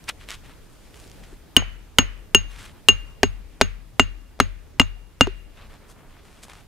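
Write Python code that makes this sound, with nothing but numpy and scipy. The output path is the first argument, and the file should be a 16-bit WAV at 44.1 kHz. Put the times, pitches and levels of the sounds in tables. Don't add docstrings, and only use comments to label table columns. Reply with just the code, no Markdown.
import sys
import numpy as np
from scipy import signal
from scipy.io import wavfile

SR = 44100
rng = np.random.default_rng(int(sys.argv[2]) if len(sys.argv) > 2 else 0)


def elevation(decibels):
    levels = np.asarray(decibels, float)
    return 10 ** (levels / 20)


def unload_audio(sound):
    columns = np.transpose(np.atleast_2d(sound))
    steps = np.round(np.clip(columns, -1, 1) * 32767)
    wavfile.write(sys.argv[1], SR, steps.astype(np.int16))


N = 294147


def band(x, low_hz, high_hz):
    return signal.sosfilt(signal.butter(2, [low_hz, min(high_hz, .45 * SR)], "band", fs=SR, output="sos"), x)


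def rms_one(x):
    return x / np.sqrt(np.mean(x ** 2) + 1e-20)


def at_hz(points, hz):
    point_hz, value = np.transpose(points)
    return np.interp(np.log(hz), np.log(point_hz), value)


def drift(rate):
    r = np.exp(-80 * np.pi * rate / SR)
    slow = signal.lfilter([1], [1, -2 * r, r * r], rng.standard_normal(N // 40 + 2002))[2000:]
    return np.interp(np.arange(N) / 40, np.arange(len(slow)), rms_one(slow))


def clicks(times, levels_db):
    out = np.zeros(N)
    out[np.round(np.asarray(times) * SR).astype(int)] = elevation(np.asarray(levels_db))
    return out


def ring(x, hz, t60, db=0):
    r = elevation(-60 / (t60 * SR))
    w = 2 * np.pi * hz / SR
    return signal.lfilter([0, elevation(db) * np.sin(w)], [1, -2 * r * np.cos(w), r * r], x + 1e-18)


def decay(x, t60):
    return signal.lfilter([1], [1, -elevation(-60 / (t60 * SR))], x + 1e-18)


def bursts(x, t60, low_hz, high_hz, size=N):
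    noise = rms_one(band(rng.standard_normal(size), low_hz, high_hz))
    return decay(x, t60) * noise


def pings(rows, db):
    t = np.arange(4410) / SR
    out = np.zeros(N + len(t))
    for s, level_db, hz, cycles in rows:
        at = round(s * SR)
        out[at:at + len(t)] -= elevation(level_db + db - 60 * t * hz / cycles) * np.sin(2 * np.pi * hz * t)
    return out[:N]


# (pitch [Hz], level per Hz [dB])
AIR_COLOUR = [(12, -30), (20, 5), (80, -2.5), (205, -11), (433, -16), (900, -23), (2160, -27.5),
              (15000, -38)]
# (time [s], level [dB])
AIR_LEVEL = [(0.0, -52), (0.69, -53), (1.17, -51), (1.32, -54), (2.281, -56), (2.75, -54), (3.98, -57),
             (5.2, -57.5), (5.74, -55.5), (6.67, -56)]
# (pitch [Hz], likeness [-1 to 1])
AIR_LIKENESS = [(60, 0.7), (180, 0.38), (550, 0.29), (1650, 0.82), (4970, 0.19), (15000, 0.24)]


def air():
    out = 0
    together = drift(1.5)
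    edges = 20 * 2 ** np.arange(0, 10, .5)
    white = rng.standard_normal((2, 2, N))
    for k, (low, high) in enumerate(zip(edges, edges[1:])):
        mid, side = band(white[k % 2], low, high)
        hz = np.sqrt(low * high)
        alike = np.clip(at_hz(AIR_LIKENESS, hz), -1, 1)
        flicker_db = (.5 + 2.0 / (1 + hz / 1500)) * (.4 * together + drift(8))
        gain = elevation(at_hz(AIR_COLOUR, min(hz, 13000)) + flicker_db)
        out = out + gain * (np.sqrt(1 + alike) * mid + np.sqrt(1 - alike) * side * [[1], [-1]])
    s, level_db = np.transpose(AIR_LEVEL)
    return rms_one(out) * elevation(np.interp(np.arange(N) / SR, s, level_db) + 7.5)


# (start [s], hold [s], rub level [dB], bright share [dB], low share [dB])
MOVEMENTS = [(0.033, .04, -70, -1, 0), (0.089, 0.0035, -25.5, -9, -15), (0.204, 0.032, -49.5, -11, -23),
             (0.295, 0.045, -40.5, -7, -23), (0.443, .07, -53.5, -11, -6), (.64, 0.35, -70.5, 3, -3),
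             (0.943, .005, -56, -9, -11), (.958, 0.11, -61.5, 3.5, 1.5), (1.13, 0.077, -62.5, -1.5, -13),
             (1.235, .015, -53, -5, -12), (1.27, 0.076, -62, -1, 0.1), (2.508, 0.078, -51, -7, -10),
             (2.589, 0.068, -46.5, -5, -9), (2.677, .03, -55.5, -8, -11), (2.73, .06, -66, -12, 4),
             (5.578, 0.077, -54.5, -19, 0), (5.705, 0.054, -58, -7, 3), (5.81, 0.065, -65, -18, 6.5),
             (5.89, 0.026, -63, 7.5, 8), (5.96, 0.089, -69.5, -13, 12.5), (6.1, 0.094, -60, -13, 0),
             (6.252, 0.24, -61.5, -2.5, 1), (6.433, 0.0094, -50.5, 5, -3), (6.497, 0.022, -50, -9, -3),
             (6.537, 0.072, -57.5, -4.5, -1)]


def movements():
    start, hold, rub_db, bright_db, low_db = np.transpose(MOVEMENTS)[:, :, None]
    t = np.arange(0, N, 44) / SR
    rise_s, fall_s = 0.01 + .25 * hold, 0.016 + .45 * hold
    away = np.maximum((start - t) / rise_s, (t - start - hold) / fall_s)
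    level_db = rub_db - 20 * np.clip(away, 0, 10)
    gains = []
    for share_db in (0, bright_db, low_db):
        power = np.sum(elevation(level_db + share_db) ** 2, axis=0)
        gains.append(np.interp(np.arange(N) / SR, t, np.sqrt(power)))
    return gains


# (time [s], peak level [dB], pitch [Hz])
EARLY_SNAPS = [(0.0408, -30, 5900), (0.0847, -35, 2050), (0.0912, -10, 2860), (0.0953, -15, 2800),
               (0.2174, -51, 2460), (0.2883, -21, 2770), (0.2933, -29, 2690), (0.3054, -16, 3160),
               (0.3159, -25, 2970), (0.3514, -26, 2990), (0.943, -29, 2850), (0.9584, -47.5, 2230),
               (0.9747, -35, 2750), (1, -30, 8760), (1.0774, -35, 6640), (1.0985, -32, 4000),
               (1.1156, -30, 6000), (1.2374, -36, 2390)]
# (time [s], peak level [dB], pitch [Hz])
LATE_SNAPS = [(5.563, -43, 1090), (5.74, -35.5, 1000), (5.989, -50, 890), (6.432, -41, 2340),
              (6.435, -35, 8750), (6.451, -34.5, 1160), (6.483, -31.5, 869), (6.498, -30.5, 2050),
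              (6.507, -39, 910), (6.534, -31.5, 1200), (6.571, -38, 1170)]
# (time [s], peak level [dB], pitch [Hz])
STEPS = [
    (1.062, -38.5, 360),
    (1.328, -34.5, 373),
    (6.446, -41, 210),
]


def rustle():
    grains = elevation(4.5 * np.minimum(rng.exponential(1, N), 4)) * (rng.random(N) < 1500 / SR)
    rough = (0.54 + grains) * elevation(0.83 * drift(35))
    mid, side = rng.standard_normal((2, 2, 1, N)) * rough
    pair, other = mid + 0.21 * side * [[1], [-1]]
    dull = rms_one(band(pair, 1100, 3500))
    bright = rms_one(band(band(other, 3300, 10100), 2360, 15700))
    low = rms_one(band(other, 300, 1400))
    rubbing = sum(gain * part for gain, part in zip(movements(), (dull, bright, low)))
    snaps = list(EARLY_SNAPS) + list(LATE_SNAPS)
    crackle = elevation(-14.0) * bursts(clicks(*np.transpose(snaps)[:2]), 0.01, 1800, 8900)
    snapping = pings([(*row, 7.0) for row in snaps], -2.8) + crackle
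    return rubbing + snapping + pings([(*row, 12.0) for row in STEPS], -1.6)


# (near level [dB], far level [dB], far t60 [s])
TREE_BANDS = [(3, -11, 0.23), (0.5, -12.5, 0.47), (0, -10.5, 0.12), (5.5, -5.5, 0.53), (4, -3, .55),
              (2, -7, 0.45), (-5.5, -12.5, 0.1), (-12, -21, 0.25)]
# (pitch [Hz], half width [Hz], t60 [s])
STEEL_ECHO = [(2808, 15, .62), (2990, 83, 0.44), (6460, 25, .35)]


def trees():
    clang_db, low_db, high_db, answer_db = np.transpose(STEEL)
    white = rng.standard_normal((2, 2, N))
    answer = clicks(BLOWS_S + 0.0036, answer_db)
    tail = 0
    for k, (near_db, far_db, far_t60) in enumerate(TREE_BANDS):
        low_hz = 273 * 2 ** (k * 2 / 3)
        if low_hz > 2500:
            answer = np.minimum(answer, elevation(-40.5))
        fading = elevation(near_db) * decay(answer, 0.11) + elevation(far_db) * decay(answer, far_t60)
        tail = tail + fading * rms_one(band(white[k % 2], low_hz, low_hz * 2 ** (2 / 3)))
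    echo_levels_db = (low_db - 40.5, clang_db - 53.5, high_db - 36.0)
    for (hz, half_hz, t60), level_db in zip(STEEL_ECHO, echo_levels_db):
        strike = clicks(BLOWS_S + .004, level_db)
        tail += bursts(strike, t60, hz - half_hz, hz + half_hz, size=(2, N))
    mid, side = tail
    return mid + 0.83 * side * [[1], [-1]]


# (pitch [Hz], t60 [s], delay [s], left level [dB], right level [dB])
SWAY = (41.5, 0.45, .01, -1, -13.0)
# (pitch [Hz], t60 [s], delay [s], left level [dB], right gain over left [factor])
STAND_MODES = [(60, .4, 0.02, -1.5, -.9), (77.6, .3, .02, -2.5, -1.1), (91.7, .28, 0.0049, 1.5, .6),
               (94, .32, .0264, 5.5, -.9), (122.14, 0.1, .012, 2.5, -.7), (186, .07, 0.016, 3.5, -.9),
               (206, .11, .018, 4.5, -.9)]


def stand_shake():
    shake_db = -26.5
    hz, t60, delay, left_db, right_db = SWAY
    swell = ring(ring(clicks(BLOWS_S + delay, shake_db), hz, t60), hz, t60)
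    swell = swell * np.e * np.log(1000) * 2 / (t60 * SR)
    out = swell * elevation(np.array([[left_db], [right_db]]))
    for hz, t60, delay, left_db, right in STAND_MODES:
        rocking = ring(clicks(BLOWS_S + delay, shake_db), hz, t60)
        out -= rocking * [[elevation(left_db)], [right * elevation(left_db)]]
    return out


def thud():
    soil_db, bending_db, upper_db = np.transpose(STAKE)[2:5]
    bending = ring(clicks(BLOWS_S + 0.0001, bending_db), hz=400, t60=0.044)
    bending += ring(clicks(BLOWS_S + .0001, upper_db), hz=500, t60=0.022)
    crush = bursts(clicks(BLOWS_S + 0.0026, np.maximum(soil_db, bending_db) - 16.5), 0.03, 120, 940)
    push = decay(clicks(BLOWS_S + .0046, soil_db - 26.0), 0.0065)
    return bending + crush - ring(push, hz=265, t60=0.046)


# (knock level [dB], knock pitch [Hz], soil level [dB], bending level [dB], upper bending level [dB])
STAKE = [
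    (-7, 1900, -10.5, -22.5, -22.5),
    (-2.5, 5500, -9, -23.5, -12.5),
    (-6.5, 1500, -17.5, -7.5, -18),
    (1, 1100, -18.5, -9.5, -20),
    (-4.5, 760, -12, -4.5, -12.5),
    (2.5, 830, -14, -8, -9.5),
    (3.5, 1300, -10, -11, -12.5),
    (4, 1294, -11.5, -11.5, -17),
    (2.5, 1360, -7, -15.5, -11),
    (7.5, 1400, -6.5, -25, -5),
]
# (time [s], tick level [dB], knock level [dB], knock pitch [Hz], knock length [cycles])
BOUNCES = [
    (1.623, -48, -20, 745, 4.4),
    (3.6169, -9, -2.5, 1500, 6),
    (3.6041, -44, -33.5, 612, 5),
    (4.391, -41, -32, 606, 6.2),
    (4.788, -54.5, -44, 894, 7.3),
    (4.8154, -23.5, -10.5, 1090, 5.9),
    (5.271, -33, -11, 925, 2.3),
    (5.2749, -59, -18.5, 380, 19.5),
]


def stake():
    knock_db, knock_hz = np.transpose(STAKE)[:2]
    count = len(STAKE)
    knock = pings(zip(BLOWS_S, knock_db, knock_hz, [8.0] * count), 0)
    knock += pings(zip(BLOWS_S, knock_db, [2066] * count, [14.0] * count), -3.2)
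    rattle = bursts(clicks(BLOWS_S, np.minimum(knock_db, -3.0) - 1.5), 0.021, 440, 2800)
    s, tick_db, *rings = np.transpose(BOUNCES)
    ticks = bursts(clicks(s, tick_db), .012, 1000, 4600)
    return knock + rattle + pings(zip(s, *rings), 0) + ticks


# (time [s], contact [s], loss [dB])
RESTING_CONTACT = (4.817, 0.032, -13)


def choke():
    s, contact_s, loss_db = RESTING_CONTACT
    t = np.arange(N) / SR
    next_blow_s = BLOWS_S[BLOWS_S > s][0]
    return elevation(loss_db * np.clip((t - s) / contact_s, 0, 1) * (t < next_blow_s))


BLOWS_S = np.array([1.5656, 1.9852, 2.3472, 2.8857, 3.232, 3.6123, 3.996, 4.401, 4.7974, 5.209])
# (gripped clang [dB], low ring [dB], high ring [dB], answer of the trees [dB])
STEEL = [
    (17.5, -15, -16, -36),
    (12, -11.5, -14, -36.5),
    (6.5, -1.5, -11, -42),
    (4, 2.5, -14, -40.5),
    (-15, -19, -25, -46.5),
    (-4.5, -18, -21, -41.5),
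    (-11, -6, -23.5, -43),
    (-9, -22, -24, -43.5),
    (-31, -5, -24, -44.5),
    (-16.5, -3.5, -24, -40.5),
]
# (pitch [Hz], t60 [s], level [dB])
LOW_PARTNERS = [(2615, .12, -31), (7232, .08, -21), (7750, .04, -22)]
# (pitch [Hz], t60 [s], level [dB])
HIGH_PARTNERS = [(4260, .03, -10), (8300, .03, -12), (10500, .02, -16)]


def hatchet():
    clang_db, low_db, high_db, _ = np.transpose(STEEL)
    crack_db = np.maximum(-8.0 + .6 * clang_db, -15.5)
    crack = bursts(clicks(BLOWS_S, crack_db + 4.5), 0.01, 1500, 7300)
    crack += bursts(clicks(BLOWS_S, crack_db - 18.5), 0.017, 11000, 18000)
    clang = ring(clicks(BLOWS_S, clang_db), hz=2990, t60=0.01)
    low_ring = choke() * ring(clicks(BLOWS_S, low_db), hz=2810, t60=0.077)
    high = clicks(BLOWS_S, high_db)
    steel = clang + low_ring - ring(high, hz=6544, t60=.11)
    low = clicks(BLOWS_S, np.minimum(low_db, -6.5))
    steel += sum(ring(low * elevation(rng.normal(0, 2, N)), *mode) for mode in LOW_PARTNERS)
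    shimmer = sum(ring(high * elevation(rng.normal(0, 2.8, N)), *mode) for mode in HIGH_PARTNERS)
    return crack - steel + shimmer


def scene():
    blow = hatchet() + stake()
    left_lag = .62
    late = (1 - left_lag) * blow + left_lag * np.roll(blow, 1)
    near = np.array([late * elevation(2.5), blow]) + thud() * elevation(np.array([[1.2], [-1.2]]))
    return near + rustle() * elevation(np.array([[.4], [-.4]])) + trees() + stand_shake() + air()


def top_cut(x):
    return signal.sosfilt(signal.butter(12, 16260, fs=SR, output="sos"), x)


def record(dry):
    clipped = np.clip(dry, -1, 1)
    low_pass = signal.cheby2(30, 60, 15950, fs=SR, output="sos")
    mix = signal.sosfilt(low_pass, clipped)
    return top_cut(mix)


dry = scene()
out = record(dry)
unload_audio(out)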